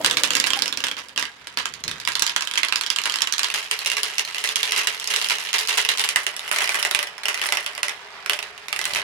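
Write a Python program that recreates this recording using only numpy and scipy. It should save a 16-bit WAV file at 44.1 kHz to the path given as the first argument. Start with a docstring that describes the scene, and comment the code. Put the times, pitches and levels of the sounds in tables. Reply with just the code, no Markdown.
"""A small, quiet room. Glass marbles are tipped from a tub into the funnel of a plastic marble run,
then drop through tubes and a paddle wheel into a winding maze. Glass on glass gives bright clicks;
glass on thin plastic gives lower knocks that ring the wall modes. Under them runs the chatter of
rolling and jostling. The tub rumbles as it empties and bumps as it is taken away."""
import sys
import numpy as np
from scipy import signal
from scipy.fft import rfft, irfft, next_fast_len
from scipy.io import wavfile
from scipy.ndimage import uniform_filter1d

SR = 44100
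rng = np.random.default_rng(int(sys.argv[2]) if len(sys.argv) > 2 else 0)


def waveform_to_disk(signal):
    """Save audio, clipped to [-1, 1], as 16-bit WAV at the path in sys.argv[1]."""
    frames = np.transpose(np.atleast_2d(signal))
    scaled = np.clip(frames, -1, 1) * 32767
    samples = np.round(scaled).astype(np.int16)
    wavfile.write(sys.argv[1], SR, samples)


N = 398223
HIT_SAMPLES, BAND_LIMIT_HZ = 4096, 16200
CLACK_HZ, GLASS_HZ = 2929, 4526
SINGLE_RATTLE_DB = -10.5  # rattle after a single strike

# Table levels are relative.
# marbles leaving the tub: t/s, level/dB
POUR_LEVEL = [(0, -37), (.75, -49), (1.2, -61), (2.4, -92)]
# pour spectrum: f/Hz, level/dB
POUR_SPECTRUM = [(40, -28), (110, -4.5), (290, -4.0), (700, -7.0), (4000, -19.5)]
# tub wall modes: f/Hz, width/Hz, level/dB
TUB_WALL_MODES = [(282, 53, 10.5), (508, 85, 12.5)]
# hollow tub notes: t/s, f/Hz, level/dB
TUB_NOTES = [(0.002, 648, -28), (0.008, 905, -30), (0.568, 800, -28)]
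# rolling patter: t/s, level/dB
ROLL_LEVEL = [(0, -34.5), (1.15, -49.5), (2.4, -44), (4, -43), (7.8, -37.5), (8.42, -37), (8.54, -39)]
# rolling spectrum: f/Hz, level/dB
ROLL_SPECTRUM = [(60, -14.5), (330, -11.5), (405, 9), (520, 1), (700, 9.5), (2100, 5), (5000, -8),
                 (15000, -31)]
# chatter between collisions: t/s, level/dB
JOSTLE_LEVEL = [(0.0, -30.5), (0.48, -26.5), (0.8, -39), (0.98, -62), (1.48, -42), (2.31, -34.5),
                (3.29, -36.5), (3.67, -38), (6.04, -34), (6.39, -39.5), (6.79, -27.5), (7.09, -65),
                (7.44, -27.5), (8.02, -62), (8.7, -50), (8.9, -34), (9.03, -26.5)]
# starts of funnel, tubes, maze: t/s
PART_STARTS_S = [0, 3.45, 6.13]
# impact spectrum of each part: f/Hz, level/dB
FUNNEL_SPECTRUM = [(50, -33), (270, -9.5), (780, -8), (950, 3), (2200, 3), (3100, 3), (5300, -2.5),
                   (8000, -9), (10500, -10.5), (15500, -26)]
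TUBE_SPECTRUM = [(80, -30), (430, -14.5), (720, -10), (1000, -3), (1500, -4), (2900, 0), (5500, -2.5),
                 (8000, -8.5), (10000, -6.5), (15500, -23.5)]
MAZE_SPECTRUM = [(70, -25), (400, -6), (1000, 7), (1950, 8.5), (3000, 8), (3500, 5), (5400, -0.5),
                 (8000, -1.5), (9900, -1.5), (12000, -6.5), (15500, -14.5)]
# wall modes of each part: f/Hz, width/Hz, level/dB
FUNNEL_WALL_MODES = [(298, 7.2, -1), (961, 13, -4), (1633, 23, 2), (7200, 260, -6)]
TUBE_WALL_MODES = [(428, 17, 11.5), (582.4, 7.2, 8), (2050, 250, -4), (2830, 210, -4.5)]
MAZE_WALL_MODES = [(404, 47, 7.5), (587, 12.4, 12), (2010, 130, 1), (2960, 86, -1.5), (5320, 740, -3),
                   (9820, 550, -0.5)]
# glass on glass: t/s, level/dB
GLASS_CLICKS = [(0.0486, -14), (0.061, -6.5), (0.1106, -7), (0.1704, -6), (0.2348, -4), (0.352, -6),
                (0.3678, -10), (0.3997, -6), (0.469, -11), (0.6211, -5.5), (0.679, -13.5), (0.7259, -13),
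                (0.773, -14), (0.8432, -11.5), (1.085, -30), (1.093, -30), (1.1958, -17), (1.7381, -22),
                (1.8381, -16), (1.8793, -12.5), (1.8943, -27), (1.913, -16.5), (2, -19.5), (2.0507, -17),
                (2.1196, -19.5), (2.1533, -8.5), (2.1945, -10.5), (2.2219, -5.5), (2.2648, -9),
                (2.277, -15), (2.7577, -8.5), (2.8108, -12), (2.868, -19), (2.902, -6), (3.0163, -21),
                (3.037, -13.5), (3.122, -16), (3.2194, -6.5), (3.324, -9), (3.337, -11.5), (3.381, -13),
                (3.3928, -8), (3.4317, -11.5), (3.444, -7.5), (3.79, -17.5), (3.864, -19), (4.2498, -18),
                (4.489, -12), (4.653, -19.5), (4.7782, -14), (4.998, -19), (5.042, -17), (5.074, -12.5),
                (5.2866, -13.5), (5.583, -12), (5.5882, -12.5), (5.6733, -15.5), (6.3647, -21),
                (6.393, -19.5), (6.8273, -10.5), (7.7502, -24), (8.841, -18), (8.8537, -12),
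                (8.9351, -15.5)]
# glass on plastic: t/s, level/dB
WALL_KNOCKS = [(0.0459, -4), (0.098, -14.5), (0.2418, -15), (0.3056, -6), (0.334, -15), (0.4405, -8.5),
               (0.464, -16.5), (0.504, -10), (0.5333, -7), (0.59, -14), (0.658, -12.5), (0.804, -16),
               (0.868, -15), (0.884, -16), (0.9133, -14.5), (1.1609, -19.5), (1.2112, -18.5),
               (1.2253, -13.5), (1.2529, -21), (1.4708, -20.5), (1.5879, -17), (1.6556, -12.5),
               (2.2948, -12), (2.408, -16), (2.422, -13), (2.4729, -14.5), (2.5119, -16.5), (2.537, -14.5),
               (2.556, -13.5), (2.5797, -9.5), (2.6485, -14), (2.6844, -13), (2.724, -6.5), (2.8355, -18),
               (2.863, -13.5), (2.9612, -10.5), (2.986, -10.5), (3.1398, -11), (3.1575, -10),
               (3.1862, -16.5), (3.206, -18), (3.2724, -12), (3.5013, -15.5), (3.5743, -22), (3.8473, -19),
               (3.9167, -11.5), (4.182, -8.5), (4.194, -9), (4.346, -16), (4.3822, -15), (4.474, -14),
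               (4.709, -18), (5.353, -21), (5.384, -18), (5.4882, -23), (5.53, -13), (5.7067, -18),
               (5.8495, -12.5), (5.9735, -15), (6.077, -20), (6.0891, -10), (6.1595, -6.5), (6.2657, -11),
               (6.478, -20), (6.5853, -11.5), (6.6418, -14.5), (6.6749, -14), (6.6923, -8), (6.911, -10),
               (6.9479, -6), (6.9901, -11), (7.028, -14.5), (7.0714, -22.5), (7.18, -27), (7.255, -12.5),
               (7.3432, -16.5), (7.3754, -23), (7.458, -17.5), (7.488, -17), (7.5712, -13), (7.6627, -13.5),
               (7.778, -21), (7.8821, -16.5), (7.894, -17), (8.2607, -18.5), (8.2962, -7.5), (8.333, -12),
               (8.3896, -17), (8.427, -17.5), (8.578, -30.5), (8.6832, -20), (8.7621, -17.5),
               (8.814, -14.5), (8.9484, -13.5)]
# drops onto the next piece: t/s, level/dB, rattle/dB
DROPS = [(0.839, -11, -9), (0.9674, -23, 7.5), (1.1765, -10, -2.5), (1.5725, -10, -1), (2.0747, -11, -2),
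         (2.3625, -6.5, -11), (2.5752, -8.5, -17), (2.632, -7, -11.5), (3.056, -10.5, -2.5),
         (3.097, -10.5, -5), (3.5403, -13.5, 0), (3.712, -9, -8.5), (3.86, -12, -0.5), (3.9, -12, -14),
         (3.968, -12.5, -4.5), (4.0319, -9, -7.5), (4.4397, -13, -0.5), (4.5576, -9, -4.5),
         (4.6304, -7.5, -6), (4.7205, -8.5, -5.5), (4.7621, -12.5, 4.5), (4.8714, -8.5, -8.5),
         (5.1023, -16.5, 6), (5.1384, -10.5, -5.5), (5.1616, -9, -7), (5.214, -13.5, -0.5),
         (5.244, -12, -13), (5.2982, -12, 1), (5.54, -11.5, 1.5), (5.685, -13.5, 4), (5.7731, -16, 8),
         (5.8891, -6, -7.5), (5.9821, -15, -3.5), (5.995, -10, -4), (6.039, -11.5, -5.5),
         (6.5136, -12.5, -0.5), (6.561, -13.5, 1), (6.6058, -15.5, 4.5), (6.7442, -15.5, -4.5),
         (6.85, -12.5, -3.5), (7.234, -21, -1), (7.283, -11.5, -2), (7.415, -11, -9), (7.523, -9, -7),
         (7.8307, -10, -10), (8.7276, -11.5, -15.5), (8.7906, -13.5, -16), (8.959, -13, -3)]
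# handling rumble: t/s, level/dB
HANDLING_LEVEL = [(0, -61), (1.4, -66.5), (1.65, -53), (1.83, -53), (1.86, -41.5), (2.03, -54), (2.22, -58),
                  (2.45, -74), (8.65, -70), (8.95, -51.5)]
# handling spectrum: f/Hz, level/dB
HANDLING_SPECTRUM = [(25, -16), (70, 2.5), (130, 5.5), (280, -1), (450, -1), (3000, -35)]
# still room air: f/Hz, level/dB
AIR_SPECTRUM = [(38, -16), (56, 8), (72, 3.5), (200, 5.5), (1000, -3.5), (16000, -33)]
# room decay: f/Hz, T60/s
ROOM_T60_S = [(3000, 0.16), (15000, 0.084)]
# microphone balance: f/Hz, left minus right/dB
MIC_BALANCE = [(900, 0), (1850, -1), (2400, -8), (5000, -6.5), (7200, -10.5), (10500, -6), (13000, 1),
               (15500, 3)]
# microphone crossfeed: f/Hz, left-right correlation
MIC_CORRELATION = [(500, 0.85), (950, 0.53), (1500, 0.052), (3000, 0.029)]


def gain(db):
    """dB to amplitude."""
    return 10 ** (np.asarray(db) / 20)


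def unit_rms(x):
    """Scale to rms 1."""
    return x / np.sqrt(np.mean(x ** 2) + 1e-20)


def at_hz(points, hz):
    """Interpolate over log frequency."""
    f, value = np.transpose(points)
    return np.interp(np.log(hz + 1), np.log(f + 1), value)


def envelope(curve):
    """dB curve to gain per sample."""
    return gain(np.interp(np.arange(N) / SR, *np.transpose(curve)))


def add(mix, at_s, sound):
    """Mix in place, cut at the end."""
    part = mix[:, max(round(at_s * SR), 0):][:, :sound.shape[1]]
    part += sound[:, :part.shape[1]]


def min_phase(db):
    """Response with this gain and no pre-ringing."""
    cepstrum = irfft(db * np.log(10) / 20)
    cepstrum[..., 1:HIT_SAMPLES // 2] *= 2
    cepstrum[..., HIT_SAMPLES // 2 + 1:] = 0
    return np.exp(rfft(cepstrum))


def noise(spectrum):
    """Stereo coloured noise, rms 1."""
    size = next_fast_len(N)
    shape = gain(at_hz(spectrum, np.fft.rfftfreq(size, 1 / SR)))
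    white = rfft(rng.standard_normal((2, size)))
    return unit_rms(irfft(white * shape, size)[:, :N])


def ring_walls(x, modes):
    """Input plus the plastic wall modes it drives."""
    out = x.copy()
    for hz, width_hz, db in modes:
        radius = np.exp(-np.pi * width_hz / SR)
        pole = radius * np.exp(2j * np.pi * hz / SR)
        out += 2 * gain(db) * signal.lfilter([1 - radius], [1, -pole], x).real
    return out


def pulse(t):
    """Contact envelope: fast rise, then the wall's waves scatter and die."""
    age = np.maximum(t, 0) / .0008
    return age * np.exp(-age)


def collisions(knock_hz=CLACK_HZ, wall_scatter_oct=0.1575, glass_scatter_oct=0.35):
    """All strikes, pitch varying with the spot hit: t/s, level/dB, f/Hz, rattle/dB."""
    clicks = [(s, db, SINGLE_RATTLE_DB) for s, db in GLASS_CLICKS]
    knocks = [(s, db, SINGLE_RATTLE_DB) for s, db in WALL_KNOCKS] + DROPS
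    kinds = [(clicks, GLASS_HZ, glass_scatter_oct), (knocks, knock_hz, wall_scatter_oct)]
    return [(s, db, hz * 2 ** (scatter_oct * rng.uniform(-1.036, 1)), rattle_db)
            for rows, hz, scatter_oct in kinds for s, db, rattle_db in rows]


def pour(thump_db=-28, thump_s=0.016, landed_s=1.6):
    """Marbles rumble out of the tub; each landing thumps the funnel."""
    power, t = envelope(POUR_LEVEL)[None] ** 2, np.arange(HIT_SAMPLES) / SR
    for s, db, _, _ in collisions():
        if s < landed_s:
            add(power, s, (gain(db + thump_db) * np.exp(-t / thump_s)[None]) ** 2)
    return np.sqrt(power) * unit_rms(ring_walls(noise(POUR_SPECTRUM), TUB_WALL_MODES))


def tub_notes(rise_s=0.0044):
    """Marbles run over the thin tub: short, hollow, wavering notes."""
    out, t = np.zeros((2, N)), np.arange(HIT_SAMPLES) / SR
    swell = t / rise_s * np.exp(1 - t / rise_s)
    for s, hz, db in TUB_NOTES:
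        waver = 1 + 0.25 * uniform_filter1d(rng.standard_normal((2, HIT_SAMPLES)), size=60)
        phase = 2 * np.pi * np.cumsum(hz * waver, axis=1) / SR
        add(out, s, gain(db) * swell * np.sin(phase))
    return out


def impact(spectrum, pitch_hz, hard_db, rattle_db, ping_db, ring_s=0.019, linger_s=0.004,
           pivot_hz=3500, damp_hz=4000):
    """One collision: crack, four rebounds, hollow ping, damped ring of thin plastic."""
    t, hz = np.arange(HIT_SAMPLES) / SR, np.fft.rfftfreq(HIT_SAMPLES, 1 / SR)
    crack_noise, ring = rng.standard_normal((2, 2, HIT_SAMPLES))
    delays_s = np.cumsum(rng.uniform(0.00272, .014, 4))
    sizes = rng.uniform(0.08, 1, 4) * np.exp(-delays_s / 0.033)
    rebounds = gain(rattle_db - 5) * sizes / np.linalg.norm(sizes) @ pulse(t - delays_s[:, None])
    crack = rfft(crack_noise * pulse(t))
    power = uniform_filter1d(np.mean(abs(crack) ** 2, axis=0), size=160)
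    crack *= min_phase(-10 * np.log10(power / power.mean()))  # brief contact: flat spectrum
    crack *= 1j * hz / (0.59 * pitch_hz + 1j * hz)  # slow wall: thin bass
    ring *= np.exp(-t / ring_s) * gain(rattle_db / 2 - 17)
    # two local resonances, Q 7; the ring spans the whole part and keeps less of them
    spot_hz = CLACK_HZ * 2 ** np.clip(rng.normal([0, 1], [.6, .5]), -1.4, 2)[:, None]
    resonances = 1 / (1 + 2j * 7 * (hz / spot_hz - 1))
    spot_db = 20 * np.log10(abs(1 + resonances.sum(axis=0)))
    clack = (crack + rfft(crack_noise * rebounds)) * min_phase(spot_db)
    clack += rfft(ring) * min_phase(.5 * spot_db) / (1 + 1j * hz / damp_hz)
    tilt_db = hard_db * np.tanh(np.log2((hz + 1) / pivot_hz))  # harder: shorter, brighter
    clack *= min_phase(at_hz(spectrum, hz) + tilt_db)
    onset = SR // 250  # first 4 ms set the level
    midband = irfft(clack * ((hz > 2200) & (hz < 6500)))[:, :onset]
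    linger = gain(-25) * np.exp(-t / linger_s) * np.minimum(t * 1000, 1)
    ping = (pulse(t) + rebounds + linger) * np.sin(2 * np.pi * (pitch_hz * t + rng.random((2, 1))))
    ping *= gain(ping_db) / np.std(ping[:, :onset])
    return (irfft(clack) / np.std(midband) + ping) / np.hypot(1, gain(ping_db))


def chatter(spectrum, per_s, hard_db, rattle_db=-13, spread_db=3.0, variants=40):
    """Small marble touches at random times, rms 1."""
    onsets = np.flatnonzero(rng.random(N) < per_s / SR)
    sizes = gain(spread_db * np.minimum(rng.exponential(1, N), 2))
    kinds = rng.integers(0, variants, N)
    pitches_hz = CLACK_HZ * 2 ** rng.normal(0, 0.48, variants)
    touches = [impact(spectrum, hz, hard_db + offset_db, rattle_db, ping_db=-5.5)
               for hz, offset_db in zip(pitches_hz, np.linspace(-4, 4, variants))]
    out = np.zeros((2, N))
    for i in onsets:
        add(out, i / SR, sizes[i] * touches[kinds[i]])
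    return unit_rms(out)


def track_contact(dip=0.58):
    """Chatter dips while marbles are airborne, longer before a harder strike."""
    touching, t = np.ones(N), np.arange(N) / SR
    for s, db, *_ in collisions():
        flight_s = 0.012 * gain(0.47 * (db + 16))
        touching[np.searchsorted(t, s - flight_s):round(s * SR)] = 1 - dip
    return uniform_filter1d(touching, size=100)


def rolling():
    """Fine patter of marbles along the channels."""
    level = gain(-4.5) * envelope(ROLL_LEVEL) * track_contact()
    return level * chatter(ROLL_SPECTRUM, per_s=800, hard_db=0.5)


def jostling(spectrum, ticks_db, crowded_db=-28, flurry_db=-13, rise_s=0.0023, settle_s=0.057):
    """Collisions stir nearby marbles: they patter on plastic and, crowded, tick on each other."""
    t, power = np.arange(SR // 2) / SR, envelope(JOSTLE_LEVEL)[None] ** 2
    flurry = (1 - np.exp(-t / rise_s)) * np.exp(-t / settle_s)
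    for s, db, _, rattle_db in collisions():
        add(power, s, (gain(db + flurry_db + rattle_db) * flurry[None]) ** 2)
    stir = np.sqrt(power[0])
    crowding = stir / (stir + gain(crowded_db))
    patter = chatter(spectrum, per_s=300, hard_db=-4.0)
    ticks = gain(ticks_db) * crowding * chatter(spectrum, per_s=73, hard_db=8.5, rattle_db=-27)
    return stir * track_contact() * (patter + ticks)


def track_part(start_s, end_s, spectrum, modes, hits_db, ping_db, jostle_db, ticks_db, left_db,
               knock_hz=CLACK_HZ):
    """Strikes and jostling on one part of the run, ringing its walls."""
    hits, t = np.zeros((2, N)), np.arange(N) / SR
    for s, db, pitch_hz, rattle_db in collisions(knock_hz):
        if start_s <= s < end_s:
            hard_db = 0.5 + 3 * np.log2(pitch_hz / CLACK_HZ)  # briefer contact: higher and brighter
            clean_db = ping_db - 0.22 * (rattle_db - SINGLE_RATTLE_DB)  # more rattle, less ping
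            add(hits, s, gain(db + hits_db) * impact(spectrum, pitch_hz, hard_db, rattle_db, clean_db))
    gate = uniform_filter1d(((t >= start_s) & (t < end_s)).astype(float), size=2000)
    jostle = gain(jostle_db) * gate * jostling(spectrum, ticks_db)
    return ring_walls(hits + jostle, modes) * gain([[left_db / 2], [-left_db / 2]])


def handling():
    """Low handling rumble; the tub bumps as it is taken away."""
    return envelope(HANDLING_LEVEL) * noise(HANDLING_SPECTRUM)


def reflections(first_s=0.0033, per_s=4000, lowpass_hz=9000):
    """Sparse echoes; the room's walls absorb treble first."""
    size = SR * 6 // 10
    taps = rng.choice([-1., 1.], (2, size)) * (rng.random((2, size)) < per_s / SR)
    taps *= np.arange(size) > first_s * SR
    hz, t, frames = signal.stft(taps, SR, nperseg=256)
    decay = gain(-60 * t / at_hz(ROOM_T60_S, hz)[:, None])
    echoes = signal.istft(frames * decay, SR, nperseg=256)[1]
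    echoes /= np.linalg.norm(echoes, axis=1, keepdims=True)
    return signal.lfilter(*signal.butter(1, lowpass_hz, fs=SR), echoes)


def room(x, wet_db=-6, places=8):
    """Marbles sound from changing places: cycle through a set of reflections for each."""
    place, wet = np.arange(N) // 512 % places, np.zeros((2, N))
    for k in range(places):
        share = np.sqrt(np.maximum(uniform_filter1d((place == k) * 1., size=256), 0))
        wet += signal.fftconvolve(x * share, reflections(), axes=1)[:, :N]
    return x + gain(wet_db) * wet


def scene():
    """Track and tub notes in the room, plus pour, handling and still air."""
    funnel_s, tubes_s, maze_s = PART_STARTS_S
    funnel = track_part(funnel_s, tubes_s, FUNNEL_SPECTRUM, FUNNEL_WALL_MODES,
                        hits_db=-7.5, ping_db=-4, jostle_db=-5, ticks_db=2.5, left_db=-1)
    tubes = track_part(tubes_s, maze_s, TUBE_SPECTRUM, TUBE_WALL_MODES,
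                       hits_db=-7.5, ping_db=-3.5, jostle_db=2, ticks_db=-2.5, left_db=2)
    maze = track_part(maze_s, N / SR, MAZE_SPECTRUM, MAZE_WALL_MODES,
                      hits_db=-8, ping_db=-3, jostle_db=-1, ticks_db=0, left_db=1, knock_hz=2487)
    track = funnel + tubes + maze + rolling()
    return handling() + room(track + tub_notes()) + pour() + gain(-62.5) * noise(AIR_SPECTRUM)


def record(dry):
    """Two microphone ports share bass, differ in treble; then clip and band limit."""
    size = next_fast_len(N + HIT_SAMPLES)
    hz, channels = np.fft.rfftfreq(size, 1 / SR), rfft(dry, size)
    angle = np.arcsin(at_hz(MIC_CORRELATION, hz)) / 2
    ports = np.cos(angle) * channels + np.sin(angle) * channels[::-1]
    balance = gain(np.outer([.5, -.5], at_hz(MIC_BALANCE, hz)))
    balance /= np.sqrt(np.mean(balance ** 2, axis=0))
    heard = irfft(ports * balance, size)[:, :N]
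    lowpass = signal.firwin(255, BAND_LIMIT_HZ, window=("kaiser", 9), fs=SR)
    return signal.oaconvolve(np.clip(heard, -1, 1), lowpass[None], "same")


dry = scene()
out = record(dry)
waveform_to_disk(out)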